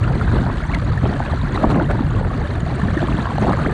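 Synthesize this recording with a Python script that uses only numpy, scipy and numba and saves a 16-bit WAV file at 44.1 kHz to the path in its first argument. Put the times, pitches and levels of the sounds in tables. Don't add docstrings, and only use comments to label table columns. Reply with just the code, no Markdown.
import sys
import numpy as np
from scipy import signal
from scipy.fft import rfft, irfft, next_fast_len
from scipy.io import wavfile
from numba import njit

SR = 44100
rng = np.random.default_rng(int(sys.argv[2]) if len(sys.argv) > 2 else 0)


def dump(signal):
    limited = np.clip(np.atleast_2d(signal).T, -1, 1)
    pcm = np.round(limited * 32767).astype(np.int16)
    wavfile.write(sys.argv[1], SR, pcm)


def voltage_ratio(decibels):
    exponent = np.asarray(decibels, float) / 20
    return 10 ** exponent


N = 164493


def level_db(rows):
    t_s, db = np.transpose(rows)
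    return np.interp(np.arange(N) / SR, t_s, db)


def rms_one(x):
    return x / np.sqrt(np.mean(x ** 2) + 1e-20)


def colour(x, points):
    f_hz, db = np.transpose(points)
    size = next_fast_len(N)
    log_f = np.log(np.arange(1, size // 2 + 2) * SR / size)
    gain = voltage_ratio(np.interp(log_f, np.log(f_hz), db, -120, -120))
    return rms_one(irfft(rfft(x, size) * gain, size)[:N])


def drift(rate_hz):
    hop, settle = 40, 2000
    pole = np.exp(-2 * np.pi * rate_hz * hop / SR)
    white = rng.standard_normal(N // hop + 2 + settle)
    slow = signal.lfilter([1], [1, -2 * pole, pole * pole], white)[settle:]
    return np.interp(np.arange(N) / hop, np.arange(len(slow)), rms_one(slow))


@njit
def add_bubbles(out, start, gain, f_hz, cycles, rise, swell, sr):
    for k in range(len(start)):
        tau = cycles[k] / f_hz[k] * sr
        phase, step = 0., 2 * np.pi * f_hz[k] / sr
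        for i in range(min(int(tau * (6 + swell)), len(out) - start[k])):
            u = i / tau
            phase += min(step * (1 + rise[k] * u), 3.)
            envelope = (1 - np.exp(-u / swell)) ** 2 * np.exp(-u)
            out[start[k] + i] += gain[k] * np.sin(phase) * envelope


def froth(count, low_hz, high_hz, cycles, rise, spread_db, clump_db):
    when, size, loud, ring, climb = rng.random((count, 5)).T
    busy = np.cumsum(voltage_ratio(clump_db))
    start = np.searchsorted(busy / busy[-1], when)
    f_hz = low_hz * (high_hz / low_hz) ** size
    gain = f_hz * voltage_ratio(spread_db * np.minimum(-np.log(loud), 3.2))
    ringing = cycles * (0.27 + 1.64 * ring ** 2)
    out = np.zeros(N)
    add_bubbles(out, start, gain, f_hz, ringing, rise * 3 * climb ** 3, 0.3, SR)
    return rms_one(out)


def wash(patchy_db, rate_hz):
    out, together = 0, drift(rate_hz)
    edges_hz = 15 * 2 ** np.arange(0, 10.1, 0.5)
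    white = rng.standard_normal((2, N))
    for k, band_hz in enumerate(zip(edges_hz, edges_hz[1:])):
        sos = signal.butter(2, band_hz, "band", fs=SR, output="sos")
        band = signal.sosfilt(sos, white[k % 2])
        out = out + band * voltage_ratio(patchy_db * (0.18 * together + drift(rate_hz)))
    return rms_one(out)


def lone(rows, cycles, rise, swell, trim_db):
    t_s, db, f_hz = np.transpose(rows)
    ringing = cycles * (f_hz / f_hz.mean()) ** 1.1
    out = np.zeros(N)
    add_bubbles(out, (t_s * SR).astype(np.int64), voltage_ratio(db + trim_db), f_hz, ringing, rise + 0 * t_s, swell, SR)
    return out


# [t/s, level/dB]
WAVE_LEVEL = [(0.0, -27), (0.36, -28), (0.58, -31.5), (0.83, -29.5), (1.17, -28.5), (1.5, -29), (1.67, -22),
              (1.82, -31.5), (1.95, -27), (2.14, -28.5), (2.68, -30), (3.02, -26.5), (3.32, -28.5),
              (3.61, -26.5), (3.73, -22.5)]
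# [f/Hz, density/dB]
WAVE_COLOUR = [(100, 3), (170, 2.5), (300, -2.5), (520, -11), (720, -11), (1300, -16), (1800, -24),
               (3000, -39)]


def bow_wave(churn, rise_db):
    clump_db = 2.5 * churn + 1.5 * drift(25.01)
    crowd = froth(count=5000, low_hz=109.07, high_hz=2797, cycles=3.24, rise=0.0827,
                  spread_db=4.0, clump_db=clump_db)
    bed = voltage_ratio(-5.0 + 0.6 * churn) * wash(patchy_db=1.0, rate_hz=6.8)
    return voltage_ratio(level_db(WAVE_LEVEL) + 3.5 + rise_db) * colour(crowd + bed, WAVE_COLOUR)


# [t/s, level/dB]
SPRAY_LEVEL = [(0.0, -43), (0.36, -41), (0.92, -43.5), (1.07, -42.5), (1.78, -42), (1.9, -44.5),
               (2.25, -45), (3.2, -39.5), (3.73, -41)]
# [f/Hz, density/dB]
SPRAY_COLOUR = [(900, 7), (1700, 9), (2500, -3.5), (4400, -5), (5150, -17), (7000, -17), (9000, -20),
                (14800, -50.5)]


def spray(churn, rise_db):
    clump_db = 2.2 * churn + 2.5 * drift(90.0)
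    crowd = froth(count=20000, low_hz=891.0, high_hz=11220, cycles=4.8, rise=0.023,
                  spread_db=5.0, clump_db=clump_db)
    bed = voltage_ratio(-1.6 + 1.1 * churn) * wash(patchy_db=0.8, rate_hz=16.0)
    return voltage_ratio(level_db(SPRAY_LEVEL) + 6.0 + rise_db) * colour(crowd + bed, SPRAY_COLOUR)


# [centre t/s, half-length/s, bow wave rise/dB, spray rise/dB]
SPLASHES = [(0.033, 0.0056, 2.5, 1.5), (0.355, 0.049, 7, 1.5), (0.579, 0.0096, 7.5, 1.5),
            (0.747, 0.0053, -3, 8.5), (1.054, 0.0089, 9, -2), (1.556, 0.016, 1.5, 5.5),
            (1.645, 0.0048, 6.5, -8), (1.71, 0.01, 2.5, 5.5), (1.794, 0.055, 11, -1), (1.909, 0.01, 6, 6),
            (2.596, 0.0034, -13, -2), (0.505, 0.038, 6, -1.5), (3.274, 0.029, -1, -3),
            (3.017, 0.023, 4, 3.5), (3.431, 0.026, 6, 3.5), (3.505, 0.036, 7, 1.5)]


def splashes():
    t_s, half_s, *rise_db = np.transpose(SPLASHES)
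    away = (np.arange(N) / SR - t_s[:, None]) / half_s[:, None]
    return np.array(rise_db) @ np.exp(-away ** 2)


# [t/s, peak level/dB, f/Hz]
GULPS = [(0.075, -9, 135), (0.155, -6, 130), (0.33, -17, 258), (0.692, -9, 148), (1.036, -7, 184),
         (1.092, -11, 205), (1.326, -7.5, 165), (1.437, -12.5, 155), (1.646, -16, 270), (1.791, -0.5, 167),
         (2.005, -3, 231), (2.63, -2, 140), (2.739, -10, 179), (2.831, -1, 155), (2.879, -5, 191.6),
         (2.968, -4.5, 285), (3.033, -8, 212), (3.118, -6.5, 169.2), (3.188, -7, 198), (3.421, -11.5, 362),
         (3.509, -1.5, 152.5), (3.662, -6, 238)]


def gulps():
    return lone(GULPS, cycles=0.8, rise=0.072, swell=0.48, trim_db=5.5)


# [t/s, peak level/dB, f/Hz]
PLOPS = [(0.277, -15.5, 890), (0.338, -12, 524), (0.369, -10, 482), (0.464, -10, 644), (0.499, -8.5, 1010),
         (1.042, -6, 498), (1.055, -12, 874), (1.127, -11, 783), (1.2025, -3, 790), (1.335, -7.5, 630),
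         (1.559, -7, 800), (1.575, -5.5, 1174), (1.641, 3.5, 930), (1.648, -0.5, 675), (1.745, -10, 1160),
         (1.799, -5, 1340), (1.782, -13, 720), (1.993, -11, 1190), (2.185, -25.5, 800), (2.212, -7, 470),
         (3.028, -6, 676), (3.085, -8, 1080), (3.187, -9, 910), (2.702, -13.5, 806), (3.257, -9, 993),
         (3.382, -2.5, 750), (3.468, -5.5, 757), (3.493, -7, 1055), (3.511, -5, 800), (3.421, -7, 663),
         (3.447, -5, 530), (3.479, -7.5, 836), (3.522, -9, 1170), (3.532, -6, 1130), (3.572, -11, 1063),
         (3.59, -7, 1220), (3.694, -19, 906)]


def plops():
    return lone(PLOPS, cycles=1.18, rise=0.025, swell=0.55, trim_db=4.5)


# [t/s, peak level/dB, f/Hz]
PLINKS = [(0.043, -16.5, 1330), (0.077, -16.5, 1320), (0.277, -18.5, 1500), (0.352, -15.5, 1150),
          (0.602, -19, 1290), (3.27, -13, 1000), (3.305, -17.5, 1040), (0.2117, -12, 1310),
          (0.384, -18.5, 1470), (0.6368, -25, 2030), (0.6942, -21, 1820), (0.7358, -16.5, 2130),
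          (0.7473, -17.5, 1930), (0.9752, -15.5, 1690), (1.261, -22, 1550), (1.3227, -20, 1664),
          (1.4706, -23, 1530), (1.5478, -19.5, 1895), (1.89, -20.5, 1430), (2.4506, -23, 1630),
          (2.815, -18.5, 1664), (2.8829, -17.5, 1690), (2.974, -14, 1730), (2.992, -18, 1530),
          (3.254, -19, 1490), (3.531, -20, 1640)]


def plinks():
    return lone(PLINKS, cycles=5.1, rise=0.038, swell=0.33, trim_db=4.0)


# [t/s, peak level/dB, start f/Hz, ringing/cycles]
GLIDES = [
    (1.631, -21, 146, 1.8),
    (1.632, -11.5, 572, 3.4),
    (2.1, -22.5, 2200, 8.8),
    (2.5, -27, 2780, 5.),
    (3.658, -12.5, 1197, 4.3),
    (0.941, -26, 1240, 2.8),
    (1.736, -24.5, 1560, 14),
]


def glides():
    t_s, db, f_hz, cycles = np.transpose(GLIDES)
    out = np.zeros(N)
    add_bubbles(out, (t_s * SR).astype(np.int64), voltage_ratio(db + 11.5), f_hz, cycles, 0.38 + 0 * t_s, 0.8, SR)
    return signal.sosfilt(signal.butter(3, 1750, fs=SR, output="sos"), out + 1e-18)


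# [t/s, peak level/dB, f/Hz]
TICKS = [(0.0393, -21, 2660), (0.3701, -30, 2750), (0.716, -24, 2640), (0.7464, -22, 2750),
         (0.8764, -32, 3870), (1.054, -27, 3140), (1.0969, -29.5, 4400), (1.1373, -32, 3200),
         (1.261, -24, 2570), (1.3119, -28, 4000), (1.4142, -26.5, 3720), (1.5614, -22.5, 3790),
         (1.5783, -26, 2560), (1.701, -25, 4070), (1.7449, -26, 2760), (1.7983, -44, 2630),
         (1.843, -28.5, 2740), (1.9117, -28, 2450), (2.0083, -31, 3320), (2.0358, -35, 2580),
         (2.15, -29, 2690), (2.4598, -31, 2840), (2.507, -27, 3970), (2.554, -37, 2500),
         (2.9692, -30, 3420), (3.0121, -29, 3140), (3.07, -26.5, 3170), (3.1258, -22.5, 2600),
         (3.1694, -24, 3270), (3.2041, -30, 2570), (3.2251, -29, 3860), (3.255, -27, 2920),
         (3.383, -34, 4150), (3.6393, -24.5, 2550)]


def ticks():
    return lone(TICKS, cycles=3.9, rise=0.011, swell=0.34, trim_db=5.0)


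# [t/s, peak level/dB, f/Hz]
DROPS = [(0.171, -37, 5990), (0.208, -36, 8750), (0.5701, -44, 5950), (0.631, -37, 6460),
         (0.6679, -33, 6100), (0.7327, -39, 6750), (0.7472, -29, 6480), (0.8475, -32, 6700),
         (0.9747, -37, 6840), (1.072, -31, 5250), (1.3593, -35, 5880), (1.5209, -35, 6580),
         (1.8492, -38, 7000), (1.9135, -42, 5800), (2.1066, -32, 6730), (2.4044, -39, 6420),
         (2.5406, -42, 5700), (2.597, -35, 8420), (2.605, -29, 6800), (2.7541, -30.5, 8450),
         (2.9407, -31, 6100), (2.9736, -42, 5250), (3.0061, -40, 5730), (3.019, -35, 7350),
         (3.1896, -46, 6960), (3.3787, -35, 5880), (3.4131, -29, 6400), (3.5665, -33, 6960)]


def drops():
    return lone(DROPS, cycles=10.3, rise=0.011, swell=0.53, trim_db=1.5)


# [t/s, peak level/dB]
CRACKS = [
    (0.572, -18.5),
    (0.748, -13),
    (0.787, -20.5),
    (1.072, -25),
    (1.239, -20.5),
    (1.914, -17),
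    (2.604, -21.5),
    (2.975, -22.5),
    (3.384, -18.5),
]


def cracks():
    t_s, db = np.transpose(CRACKS)
    clicks = np.zeros(N)
    clicks[(t_s * SR).astype(int)] = voltage_ratio(db)
    shaped = colour(clicks, SPRAY_COLOUR)
    return shaped * voltage_ratio(db.max()) / np.abs(shaped).max()


# [t/s, peak level/dB, f/Hz]
THUMPS = [
    (.014, -5, 104),
    (.203, -14, 88.3),
    (.493, -9, 82.5),
    (1.03, -11, 69),
    (1.32, -10, 75),
    (1.57, -11, 56),
    (1.67, -3.5, 51.3),
    (1.9, -21, 44),
    (2.04, -9.5, 51.4),
    (2.85, -10, 100),
]


def thumps():
    return lone(THUMPS, cycles=0.93, rise=0.038, swell=0.33, trim_db=3.0)


# [t/s, level/dB]
RUMBLE_LEVEL = [(0, -15), (.2, -18.5), (.4, -16.5), (.6, -22), (.9, -17.5), (1.1, -20.5), (1.3, -23.5),
                (1.45, -19.5), (1.6, -26), (1.75, -20.5), (2.0, -19), (2.2, -18.5), (2.5, -22.5),
                (2.8, -23.5), (3.1, -20), (3.3, -25.5), (3.55, -20.5), (3.73, -21.5)]
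# [f/Hz, density/dB]
RUMBLE_COLOUR = [(15, -22), (30, -4.5), (50, 0.5), (80, 1.5), (130, 0), (200, -13), (350, -28),
                 (700, -54.5)]


def rumble():
    return voltage_ratio(level_db(RUMBLE_LEVEL)) * colour(wash(patchy_db=0.7, rate_hz=1.3), RUMBLE_COLOUR)


# [f/Hz, width/Hz, boost/dB]
HOUSING = [(538, 140, 1), (677, 91, 2.5), (1720, 300, 0.5), (4780, 360, -0.5), (5250, 600, -3)]


def housing(x):
    for f_hz, width_hz, db in HOUSING:
        b, a = signal.iirpeak(f_hz, f_hz / width_hz, fs=SR)
        x = x + (voltage_ratio(db) - 1) * signal.lfilter(b, a, x)
    return x


def scene():
    churn = drift(45.0)
    wave_db, spray_db = splashes()
    froths = bow_wave(churn, wave_db) + spray(churn, spray_db)
    bubbles = gulps() + plops() + plinks() + glides()
    hits = ticks() + drops() + cracks() + thumps()
    return (froths + bubbles + hits + rumble())[None]


def top_cut(x):
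    return signal.sosfilt(signal.butter(12, 14900, fs=SR, output="sos"), x)


def record(dry):
    mix = 1.211 * np.tanh(housing(dry) / 1.169)
    return top_cut(mix)


dry = scene()
out = record(dry)
dump(out)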